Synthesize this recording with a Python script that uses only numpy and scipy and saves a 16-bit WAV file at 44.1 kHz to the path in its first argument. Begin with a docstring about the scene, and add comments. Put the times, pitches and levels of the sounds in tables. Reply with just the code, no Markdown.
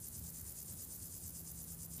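"""Dry scrub, one microphone close to a grasshopper that rubs its legs over its wings about nine times a second.
Each stroke is a train of tooth clicks that rings the wing: it swells, brightens, stutters and stops short.
A lower-pitched neighbour joins in for a moment, more chirr further off, and the scrub rustles faintly.
Under it all lie open air, a soft rumble and a far drone like an engine. Both channels are the same."""
import sys
import numpy as np
from scipy import signal
from scipy.fft import rfft, irfft
from scipy.io import wavfile
from scipy.ndimage import uniform_filter1d

SR = 44100
rng = np.random.default_rng(int(sys.argv[2]) if len(sys.argv) > 2 else 0)


def store_pcm(level_fs):
    """Save levels as 16-bit WAV."""
    pcm = np.round(np.clip(level_fs, -1, 1) * 32767).astype(np.int16)
    wavfile.write(sys.argv[1], SR, np.atleast_2d(pcm).T)


N = 88200
T = np.arange(N) / SR
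BINS = np.arange(N // 2 + 1) * SR / N
TOOTH_HZ, TOOTH_JITTER, TOOTH_SCATTER_DB = 2299, .3, 3

# wing resonances in three groups: (frequency [Hz], width [Hz], relative level [dB])
LOW_MODES = [(4520, 210, -11.5), (5126, 520, -6), (6052, 500, -3), (6725, 480, -3.5), (7280, 650, -1.5),
             (7900, 620, -2)]
MID_MODES = [(8824, 370, 0.058), (9260, 340, 0.025)]
HIGH_MODES = [(9900, 380, -1), (10500, 1260, -0.5), (11600, 660, -0.5), (12380, 1000, 1.5),
              (13460, 400, -4.5), (14200, 380, 1.5), (14900, 1000, 2.5)]


def near_grasshopper():
    """Close to the microphone, each stroke rings the wing's low resonances first and its high ones last."""
    # drive of each group along a stroke: (position [share of stroke], relative level [dB])
    low_swell = [(0, -18.5), (.25, -8), (.45, 1), (.62, 1.5), (.82, 1), (1, -4)]
    mid_swell = [(0, -27), (.25, -4.5), (.45, -8), (.62, 2.5), (.8, -3), (1, -3)]
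    high_swell = [(0, -18), (.3, -9.5), (.52, -11.5), (.68, -4), (.84, -4.5), (1, -1)]
    # friction of the leg: (frequency [Hz], relative level [dB])
    friction = [(600, -21.5), (1500, -4), (2800, -0.5), (4200, 2.5), (6000, -12)]
    force, along, mid_gain = leg_strokes()
    clicks = force * teeth(TOOTH_HZ, TOOTH_JITTER, TOOTH_SCATTER_DB)
    low = ring(clicks * curve(low_swell, along), resonances(LOW_MODES))
    middle = ring(clicks * curve(mid_swell, along) * mid_gain, resonances(MID_MODES))
    high = ring(clicks * curve(high_swell, along), resonances(HIGH_MODES))
    scrape = ring(force * curve(low_swell, along) * rng.standard_normal(N), colour(friction))
    wing = level(low, db=-58.5) + level(middle, db=-60.5) + level(high, db=-57)
    return wing + level(scrape, db=-76.5) + gliding_ring(force * mid_gain, along)


def leg_strokes():
    """The leg skips harder as a stroke ends. 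Gives its force, its position and the middle ring's gain."""
    # strokes: (end [s], length [s], relative level [dB], middle and gliding ring [dB], stutter depth [0-1])
    strokes = [(0.089, 0.1, 1, -1, 0.6), (0.199, .104, .5, -1.5, 0.4), (0.308, .1, 0.6, -2.5, 0.5),
               (.418, 0.12, 0, -1, 0.87), (.527, 0.11, -0.5, 1, 1), (0.635, 0.11, 1, -2.5, 1),
               (0.744, 0.11, -0.5, -0.5, 0.5), (0.854, 0.12, -0.2, -1.5, .5), (0.966, .11, -0.6, -.5, 0.3),
               (1.075, .11, -1, 0.5, .8), (1.186, 0.11, -.3, -1.5, 0.6), (1.298, 0.11, 0.5, -0.5, 0.7),
               (1.410, .108, -0.1, -2, 0.3), (1.522, .1, 0.5, -2, 0.4), (1.635, 0.11, 0, -1.5, 0.6),
               (1.751, 0.11, -0.7, -1.5, 0.16), (1.866, 0.11, 0, -0.5, 0.53), (1.984, 0.11, -0.8, 0, .45)]
    # after some strokes the leg catches once more: (time [s], length [s], relative level [dB])
    catches = [(.100, 0.0053, -9), (1.306, 0.0046, 0), (1.414, .004, -3), (1.643, .009, 0),
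               (1.755, 0.0026, -5)]
    release_s, stutter_s, stutter_fade_s, pressure_db = .0019, .0136, .055, 1.15
    gap_at, gap_width, gap_wander = .85, .17, .052  # shares of the stutter period
    ends, length, db, mid_db, depth = np.array(strokes).T
    k = np.minimum(np.searchsorted(ends, T), len(ends) - 1)
    left_s = ends[k] - T
    along = 1 - left_s / length[k]
    from_gap = (left_s / stutter_s + gap_wander * flicker(60) - gap_at + .5) % 1 - .5
    gaps = depth[k] * np.exp(-(from_gap / gap_width) ** 4 - (left_s / stutter_fade_s) ** 2)
    pressure = undb(db[k] + pressure_db * flicker(150))
    force = pressure * np.clip(left_s / release_s, 0, 1) * (1 - gaps)
    for at, lasts, catch_db in catches:
        caught = abs(T - at) < lasts / 2
        force[caught], along[caught] = undb(catch_db), 1
    return force, along, undb(mid_db[k])


def gliding_ring(force, along):
    """Tooth clicks drive one resonance that sinks and then climbs as the leg travels over the wing."""
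    # the ring's path: (position [share of stroke], frequency at full climb [Hz], relative level [dB])
    glide = [(0, 11400, -15), (.18, 10460, -7.5), (.33, 9300, -5.5), (.48, 8980, 0), (.6, 8930, -2.5),
             (0.692, 10930, -3.5), (.8, 11870, -2.5), (0.999, 14600, -3)]
    # its reach above the lowest pitch as the song goes on: (time [s], reach [share of full climb])
    climb = [(0, 0.93), (1.0, 0.97), (1.4, 0.71), (2, 0.9)]
    share, hz, db = np.array(glide).T
    clicks = force * undb(np.interp(along, share, db)) * teeth(TOOTH_HZ, TOOTH_JITTER, TOOTH_SCATTER_DB)
    rise_hz = (np.interp(along, share, hz) - hz.min()) * np.interp(T, *np.array(climb).T)
    centre_hz = (hz.min() + rise_hz) * (1 + .022 * walk(40))
    tone = moving_ring(clicks, centre_hz, width_hz=870)
    return level(ring(tone, resonances(LOW_MODES + MID_MODES + HIGH_MODES)), db=-56.5)


def teeth(rate_hz, jitter, scatter_db, count=9000):
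    """Pegs of the leg slip over a wing vein: one click each, uneven in spacing and size."""
    gap, size = rng.uniform(-1, 1, (count, 2)).T * np.sqrt(3)  # unit spread
    at = (np.cumsum(np.exp(jitter * gap)) * SR / rate_hz).astype(int)
    return np.bincount(at[at < N], undb(scatter_db * size)[at < N], N)


def neighbour():
    """Another grasshopper rasps on the low wing resonances, swelling and fading once."""
    peak_s, half_s, tooth_hz = 1.16, .28, 2467
    clicks = undb(2.9 * flicker(140)) * teeth(tooth_hz, TOOTH_JITTER, TOOTH_SCATTER_DB)
    swell = np.exp(-((T - peak_s) / half_s) ** 2)
    return level(ring(clicks, resonances(LOW_MODES)), db=-64) * swell


def chorus(count=4):
    """Grasshoppers further off, each at its own pace, merge into a flickering sizzle."""
    # their joint spectrum: (frequency [Hz], relative level [dB])
    spectrum = [(2500, -22.5), (4200, -13), (5100, -10.5), (5550, -13), (6050, -10.5), (6400, -9.5),
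                (7500, -3.5), (8250, -6), (8900, -4), (10500, -5), (12000, -2.5), (12700, -4.5),
                (14000, -2), (15500, -4)]
    # their loudness at the microphone: (time [s], level [dB])
    loudness = [(0, -55), (.5, -53), (.8, -53), (1.2, -53.5), (1.42, -56), (1.7, -55.5), (1.88, -58.5),
                (2, -50)]
    stroke_hz, tooth_hz, swell_db, flicker_db = 8.1, 1002.7, 3.5, 3.01
    clicks = 0
    for _ in range(count):
        pace, start = rng.standard_normal(2)
        stroke = np.sin(2 * np.pi * (stroke_hz * np.exp(.15 * pace) * T + start))
        force = undb(swell_db * stroke + flicker_db * np.tanh(flicker(140)))
        clicks += force * teeth(tooth_hz, jitter=.5, scatter_db=2.5)
    low_cut = BINS ** 2 / (BINS ** 2 + 2000 ** 2)
    return level(ring(clicks, colour(spectrum) * low_cut)) * curve(loudness, T)


def rustles():
    """The dry scrub stirs in brief, soft swells of crackly noise."""
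    # rustles: (time [s], half length [s], frequency [Hz], width [Hz], level at the crest [dB])
    swells = [(.45, 0.21, 1870, 900, -76.5), (1.992, 0.012, 4040, 3630, -62.5)]
    out = 0
    for at, half, hz, width, db in swells:
        crackle = rng.standard_normal(N) * undb(2 * flicker(200))
        band = ring(crackle, resonances([(hz, width, 0)]))
        out += level(band, db) * np.exp(-((T - at) / half) ** 2)
    return out


def open_air():
    """A faint, steady wash of outdoor noise."""
    # spectrum of the air: (frequency [Hz], relative level [dB])
    spectrum = [(120, -31), (200, -5.5), (232, 1.5), (284, -4.5), (736, -17.5), (1610, -23), (2140, -27.5),
                (3000, -29), (3900, -38), (6600, -120)]
    low_cut = BINS ** 4 / (BINS ** 4 + 180 ** 4)
    return level(ring(rng.standard_normal(N), colour(spectrum) * low_cut), db=-65)


def rumble():
    """Deep outdoor noise swells and sinks."""
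    # spectrum of the rumble: (frequency [Hz], relative level [dB])
    spectrum = [(20, -41), (32, -27.5), (48, -10), (62, -3), (78, 1.5), (100, -3), (135, -6.5), (190, -8.5),
                (260, -20.5), (500, -43)]
    # its swells: (time [s], level [dB])
    loudness = [(0, -58), (.04, -59.5), (.14, -54.5), (.25, -52), (.33, -58.5), (.45, -54.5), (.51, -57),
                (.63, -60.5), (.73, -50.5), (.82, -58.5), (1.05, -55.5), (1.11, -55.5), (1.25, -55.5),
                (1.4, -57.5), (1.62, -54.5), (1.76, -56), (1.83, -54), (2, -57)]
    return level(ring(rng.standard_normal(N), colour(spectrum))) * curve(loudness, T)


def far_drone(pitch_hz=165.1, waver=.0032):
    """One slightly wavering tone, like an engine in the distance."""
    # its loudness at the microphone: (time [s], level [dB])
    loudness = [(0, -62), (.18, -70.5), (.25, -56.5), (.33, -63), (.5, -66.5), (.9, -68.5), (1.15, -65.5),
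                (1.35, -59), (1.6, -57), (1.82, -56.5), (2, -59)]
    hz = pitch_hz * (1 + waver * walk(8))
    return level(np.sin(2 * np.pi * np.cumsum(hz) / SR)) * curve(loudness, T)


def undb(db):
    """Decibels to gain."""
    return 10 ** (np.asarray(db) / 20)


def level(x, db=0):
    """Set the rms level."""
    return x * undb(db) / np.sqrt(np.mean(x ** 2))


def curve(rows, at):
    """Gain along a table of (time or position, level [dB])."""
    return undb(np.interp(at, *np.array(rows).T))


def walk(rate_hz):
    """Smooth random wander with a spread near 1."""
    k = max(int(SR / rate_hz), 2)
    steps = np.repeat(rng.standard_normal(N // k + 1), k)
    return 1.3 * uniform_filter1d(uniform_filter1d(steps, k), k)[:N]


def flicker(rate_hz, slowest_hz=35):
    """Quick random wander without slow drift."""
    wander = walk(rate_hz)
    return wander - uniform_filter1d(wander, int(SR / slowest_hz))


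def ring(x, gain):
    """Minimum-phase filter with the given gain at each frequency."""
    cepstrum = irfft(np.log(gain + 1e-5), N)
    cepstrum[1:N // 2] *= 2
    cepstrum[N // 2 + 1:] = 0
    return irfft(rfft(x) * np.exp(rfft(cepstrum)), N)


def moving_ring(x, hz, width_hz):
    """A single resonance whose centre moves."""
    turn = np.exp(2j * np.pi * np.cumsum(hz) / SR)
    pole = np.exp(-np.pi * width_hz / SR)
    return (turn * signal.lfilter([1], [1, -pole], x / turn)).real


def colour(points):
    """Gain per frequency from (frequency [Hz], level [dB]) points."""
    hz, db = np.array(points).T
    return undb(np.interp(np.log(BINS + 1), np.log(hz), db))


def resonances(rows):
    """Gain per frequency of steep-sided resonances, summed in power."""
    peaks = (undb(db) / (1 + 2 * ((BINS - hz) / width) ** 2) ** 1.4 for hz, width, db in rows)
    return np.sqrt(sum(peak ** 2 for peak in peaks))


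def scene():
    """Everything reaches one microphone, which feeds both channels."""
    insects = near_grasshopper() + neighbour() + chorus()
    mono = insects + rustles() + open_air() + rumble() + far_drone()
    return np.array([mono, mono])


def record(dry):
    """The recorder cuts the top steeply."""
    top_hz = 15450
    return signal.sosfilt(signal.ellip(12, .1, 80, top_hz, fs=SR, output="sos"), dry)


dry = scene()
out = record(dry)
store_pcm(out)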